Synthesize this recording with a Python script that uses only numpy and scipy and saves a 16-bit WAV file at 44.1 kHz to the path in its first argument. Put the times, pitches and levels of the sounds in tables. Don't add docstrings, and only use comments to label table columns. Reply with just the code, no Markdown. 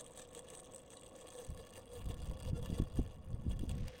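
import sys
import numpy as np
from scipy import signal
from scipy.fft import rfft, irfft, next_fast_len
from scipy.io import wavfile
from scipy.ndimage import uniform_filter1d, map_coordinates

SR = 44100
rng = np.random.default_rng(int(sys.argv[2]) if len(sys.argv) > 2 else 0)


def dump(signal):
    limited = np.clip(np.atleast_2d(signal).T, -1, 1)
    pcm = np.round(limited * 32767).astype(np.int16)
    wavfile.write(sys.argv[1], SR, pcm)


N = 176400
TIME_S = np.arange(N) / SR
TOP_HZ = 15950

# time_s, half_length_s, rattle_db, hum_db
RUBS = [(.008, 0.0069, 13, -15), (0.198, 0.0092, 13.5, 1), (0.373, 0.013, 11, 13.5), (0.54, 0.035, 4.5, 7),
        (0.929, 0.018, 5, -12), (1.203, 0.036, 1.5, 6.5), (1.405, 0.03, 8, 12), (1.597, 0.015, 5.5, 15),
        (1.771, 0.015, 10, 2), (1.961, 0.035, 5.5, 12.5), (2.108, 0.009, 10.5, 16.5),
        (2.485, 0.012, 7.5, 15), (2.58, 0.019, 3.5, 17), (2.649, 0.018, 5, -4), (2.737, 0.033, 3, 10.5),
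        (2.785, 0.0061, 15, 16), (2.975, 0.014, 5.5, -9), (3.513, 0.011, 7.5, 0), (3.709, 0.009, 9.5, 3),
        (3.897, 0.085, -13, 8)]
# time_s, level_db
LOOSE_RATTLE = [(0, 2.5), (.3, 2), (.8, 2.5), (.86, -2), (1.02, 0), (1.45, 5), (1.54, -1.5), (1.7, 3),
                (1.87, -1), (2.15, 1.5), (2.45, 4), (2.53, -10), (2.62, -1), (2.87, -0.5), (3.08, 1),
                (3.2, -11), (3.31, -2.5), (3.42, -5), (3.75, -4), (4, 0)]
def whirligig():
    loose_db = curve(LOOSE_RATTLE)
    _, _, rattle_db, hum_db = np.transpose(RUBS)
    force = rub_force(loose_db, rattle_db)
    follow = 0.68
    hum_force = rub_force(follow * loose_db, hum_db)
    return hub(force, amp(loose_db)) + frame_drone(force ** follow) + arm_hum(hum_force)


def rub_force(between_db, peaks_db):
    rubs = sum((amp(db) * swell(s, half)) ** 2 for (s, half, *_), db in zip(RUBS, peaks_db))
    return np.sqrt(amp(between_db) ** 2 + rubs)


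# pitch_hz, before_db, after_db
HIT_TONE = [(258, -20, 3.5), (690, -3.5, 9.5), (1138, 0, 10), (1446, -8.5, -9), (2400, -4.5, 2),
            (3770, 0, 2), (4950, -13, -6.5), (6410, -4, -2), (9000, 0.5, 6.5), (11340, -12.5, -4.5),
            (14400, -9, -2.5)]
# pitch_hz, width_hz, boost_before_db, boost_after_db
HUB_NOTES = [(1428, 32, -8, 16.5), (1738, 68, 10.5, 16.5), (2824, 70, 6.5, 13), (3355, 78, 9.5, 13.5),
             (4790, 186, 7.5, 14.5), (6150, 690, 9.5, 7.5), (7890, 260, 13.5, -5), (8624, 150, 16, 8.5)]
def hub(force, loose):
    clumps = flicker(depth_db=4.5, per_s=32)
    chatter = amp(-67.5) * loose * unit(clumps * ticks(per_s=150, spread_db=6))
    pressing = np.sqrt(np.abs(force ** 2 - loose ** 2))
    grind = amp(-67) * pressing * ticks(per_s=330, spread_db=4)
    soften = signal.butter(2, 3700, fs=SR)
    scrape = amp(-72.5) * force * unit(signal.lfilter(*soften, grit(depth_db=8.5, per_s=270)))
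    knocks = clacks()
    shaking = wander(chatter + grind + scrape) + knocks + squeaks() + chirps()
    tone, notes = np.array(HIT_TONE), np.array(HUB_NOTES)
    before = ring(shaking, tone[:, [0, 1]], notes[:, [0, 1, 2]])
    after = ring(shaking, tone[:, [0, 2]], notes[:, [0, 1, 3]])
    swing = curve([(0.77, 0), (2.13, 1)])
    return (1 - swing) * before + swing * after


def wander(sound, depth_db=5):
    spectrum = signal.stft(sound, nperseg=256)[2]
    drift = uniform_filter1d(rng.standard_normal(spectrum.shape), size=9, axis=0)
    drift = uniform_filter1d(drift, size=6, axis=1)
    return signal.istft(spectrum * amp(depth_db * np.tanh(unit(drift))), nperseg=256)[1][:N]


# start_s, relative_level_db
CLACKS = [(0.16, -47), (0.175, -39), (0.349, -38), (0.392, -37.5), (0.4858, -44), (0.5018, -39),
          (0.551, -39.5), (0.5966, -45.5), (0.7604, -39), (0.9034, -43.5), (1.5748, -44.5), (1.6684, -46),
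          (1.736, -43.5), (2.0916, -45.5), (2.1429, -45), (2.2608, -48), (2.6272, -44), (2.6589, -38),
          (2.7033, -45), (2.82, -43.5), (3.5926, -40), (3.6938, -37.5), (3.8811, -37.5)]
def clacks():
    start_s, level_db = np.transpose(CLACKS)
    return hits(start_s, amp(level_db - 6), decay_s=0.002)


# middle_s, half_length_s, pitch_hz, level_db
SQUEAKS = [(0.222, 0.0051, 597, -55), (0.98, 0.0099, 975, -64), (1.322, 0.0054, 1240, -65),
           (2.564, 0.013, 691.5, -63), (2.747, 0.0094, 664.4, -60)]
def squeaks(waver=0.0096, uneven_db=3, dull_above_hz=5500):
    out = np.zeros(N)
    wavering_time = np.cumsum(1 + waver * wobble(470)) / SR
    for middle_s, half_s, pitch_hz, level_db in SQUEAKS:
        level = swell(middle_s, half_s)
        on = level > .001
        overtones_hz = pitch_hz * np.arange(1, TOP_HZ // pitch_hz)[:, None]
        gains = amp(uneven_db * rng.standard_normal(overtones_hz.shape))
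        gains /= 1 + (overtones_hz / dull_above_hz) ** 2
        cycles = overtones_hz * wavering_time[on] + rng.random(overtones_hz.shape)
        note = (gains * np.cos(2 * np.pi * cycles)).sum(0)
        out[on] += amp(level_db) * level[on] * unit(note)
    return out * flicker(depth_db=4, per_s=790)


# middle_s, pitch_hz, level_db
CHIRPS = [(0.245, 4650, -64), (0.9715, 4000, -50), (1.344, 4470, -60)]
def chirps(half_s=0.0013, fall_octaves_per_s=110):
    out = np.zeros(N)
    for middle_s, pitch_hz, level_db in CHIRPS:
        octaves = np.clip(fall_octaves_per_s * (middle_s - TIME_S), -.5, .5)
        phase = 2 * np.pi * np.cumsum(pitch_hz * 2 ** octaves) / SR
        out += amp(level_db) * swell(middle_s, half_s) * (np.sin(phase) + .5 * np.sin(2 * phase))
    return out


# pitch_hz, level_db
FRAME_TONE = [(100, -25.5), (290, 4), (400, -2), (600, 0), (850, -4.5), (1200, -8), (1600, -23),
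              (3000, -37)]
# pitch_hz, width_hz, boost_db
FRAME_NOTES = [(488, 22.5, 15), (528.3, 12.4, 19), (626, 48, 8.5), (735, 17, 11), (944, 7, 9),
               (1107, 24.6, 15)]
def frame_drone(force):
    return amp(-62.5) * ring(force * grit(depth_db=4.5, per_s=90), FRAME_TONE, FRAME_NOTES)


def arm_hum(force, pitch_hz=494.8, waver_hz=23.77):
    phase = 2 * np.pi * np.cumsum(pitch_hz + waver_hz * wobble(90)) / SR
    return amp(-66) * force * unit(np.sin(phase) * flicker(depth_db=4, per_s=65))


# pitch_hz, level_db
SWISH_TONE = [(600, 2), (1900, 15), (6300, 4), (12000, -26)]
def blade_swish(middle_s=3.92, half_s=.14, grains_per_s=290):
    start_s = middle_s - 2 * half_s
    length_s = N / SR - start_s
    times = start_s + length_s * rng.random(int(length_s * grains_per_s))
    grains = unit(hits(times, np.ones(len(times)), decay_s=0.0028))
    grains *= np.sqrt(length_s * SR / N)
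    return amp(-64) * swell(middle_s, half_s) * ring(grains, SWISH_TONE)


# time_s, level_db
GUSTS = [(0, -72), (1.42, -78), (1.5, -46), (1.68, -63.5), (1.93, -59), (2.04, -41.5), (2.27, -45.5),
         (2.39, -49), (2.54, -40), (2.82, -40.5), (2.89, -54), (2.99, -34), (3.08, -48), (3.28, -49.5),
         (3.45, -39), (3.85, -38.5), (3.94, -64.5)]
# middle_s, peak_db, half_length_s
THUMPS = [(1.5, -37.5, 0.0059), (2.102, -29, 0.0026), (2.301, -28.5, 0.003), (2.533, -26.5, 0.0025),
          (2.701, -27.5, 0.0021), (2.729, -26.5, .0025), (2.8008, -20.5, 0.00168), (2.821, -27, 0.0025),
          (2.985, -29, 0.0051), (2.994, -22.5, 0.0014), (3.344, -30, 0.0036), (3.467, -26.5, 0.0019),
          (3.638, -27, 0.0016)]
# pitch_hz, level_db
RUMBLE_TONE = [(15, -2.5), (30, 1), (85, 0.5), (150, -8), (230, -16), (450, -36), (4000, -82)]
# pitch_hz, level_db
FLUTTER_TONE = [(60, -13.5), (170, 0), (330, -10), (800, -30.5), (3000, -59.5)]
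def wind():
    gust = amp(curve(GUSTS))
    rumble = gust * ring(grit(depth_db=4.5, per_s=30), RUMBLE_TONE)
    wakes = amp(-20.5) * sum(amp(db) * swell(s, half_s=0.015) for s, db, _ in THUMPS)
    swirls = amp(-12) * gust.max() * (gust / gust.max()) ** 2.5
    flutter = np.hypot(swirls, wakes) * ring(grit(depth_db=7.5, per_s=120), FLUTTER_TONE)
    thumps = np.zeros(N)
    for middle_s, peak_db, half_s in THUMPS:
        offset = (TIME_S - middle_s) / half_s
        thumps += amp(peak_db) * (1 - offset ** 2) / (1 + offset ** 2) ** 2
    return rumble + flutter + thumps


# pitch_hz, level_db
AIR_TONE = [(20, 11), (250, 8), (1000, -11.5), (2500, -21.5), (8000, -61), (16000, -47)]
def open_air():
    return amp(-63) * ring(rng.standard_normal(N), AIR_TONE)


def ticks(per_s, spread_db, jitter=.6):
    early_late, soft_loud = rng.standard_normal((N // 100, 2)).T
    times = (np.arange(len(early_late)) + jitter * early_late) / per_s
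    return unit(hits(times, amp(spread_db * np.tanh(soft_loud)), decay_s=0.00095))


def hits(times, gains, decay_s, buzz_s=.004, buzz_db=-10):
    starts = np.clip(times * SR, 0, N).astype(int)
    power = np.bincount(starts, gains ** 2, N + 1)[:N]
    crack, buzz = (signal.lfilter([1], [1, -np.exp(-2 / (s * SR))], power) for s in (decay_s, buzz_s))
    return np.sqrt(crack + amp(buzz_db) ** 2 * buzz) * rng.standard_normal(N)


def ring(sound, tone, notes=()):
    size = 2 ** 14
    hz = np.fft.rfftfreq(size, 1 / SR)
    tone_hz, tone_db = np.transpose(tone)
    gain = amp(np.interp(np.log(hz + 1), np.log(tone_hz + 1), tone_db))
    boost = 1 + sum(amp(db) ** 2 / (1 + (2 * (hz - pitch) / width) ** 2) for pitch, width, db in notes)
    folded = irfft(np.log(gain * np.sqrt(boost)))
    folded[1:size // 2] *= 2
    folded[size // 2 + 1:] = 0
    ringing = irfft(np.exp(rfft(folded)))
    return signal.fftconvolve(sound, ringing / np.linalg.norm(ringing))[:N]


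def grit(depth_db, per_s):
    return unit(rng.standard_normal(N) * flicker(depth_db, per_s))


def flicker(depth_db, per_s):
    return amp(depth_db * np.tanh(wobble(per_s)))


def wobble(per_s):
    return map_coordinates(rng.standard_normal(N // 8), [TIME_S * per_s], mode="wrap")


def swell(middle_s, half_s):
    return np.exp(-.5 * ((TIME_S - middle_s) / half_s) ** 2)


def curve(points):
    return np.interp(TIME_S, *np.transpose(points))


def unit(sound):
    return sound / np.sqrt(np.mean(sound ** 2) + 1e-20)


def amp(db):
    return 10 ** (np.asarray(db) / 20)


def scene():
    return (whirligig() + blade_swish() + wind() + open_air())[None]


def record(dry):
    size = next_fast_len(N + SR // 2)
    kept = np.fft.rfftfreq(size, 1 / SR) < TOP_HZ
    return irfft(rfft(dry, size) * kept, size)[..., :N]


dry = scene()
out = record(dry)
dump(out)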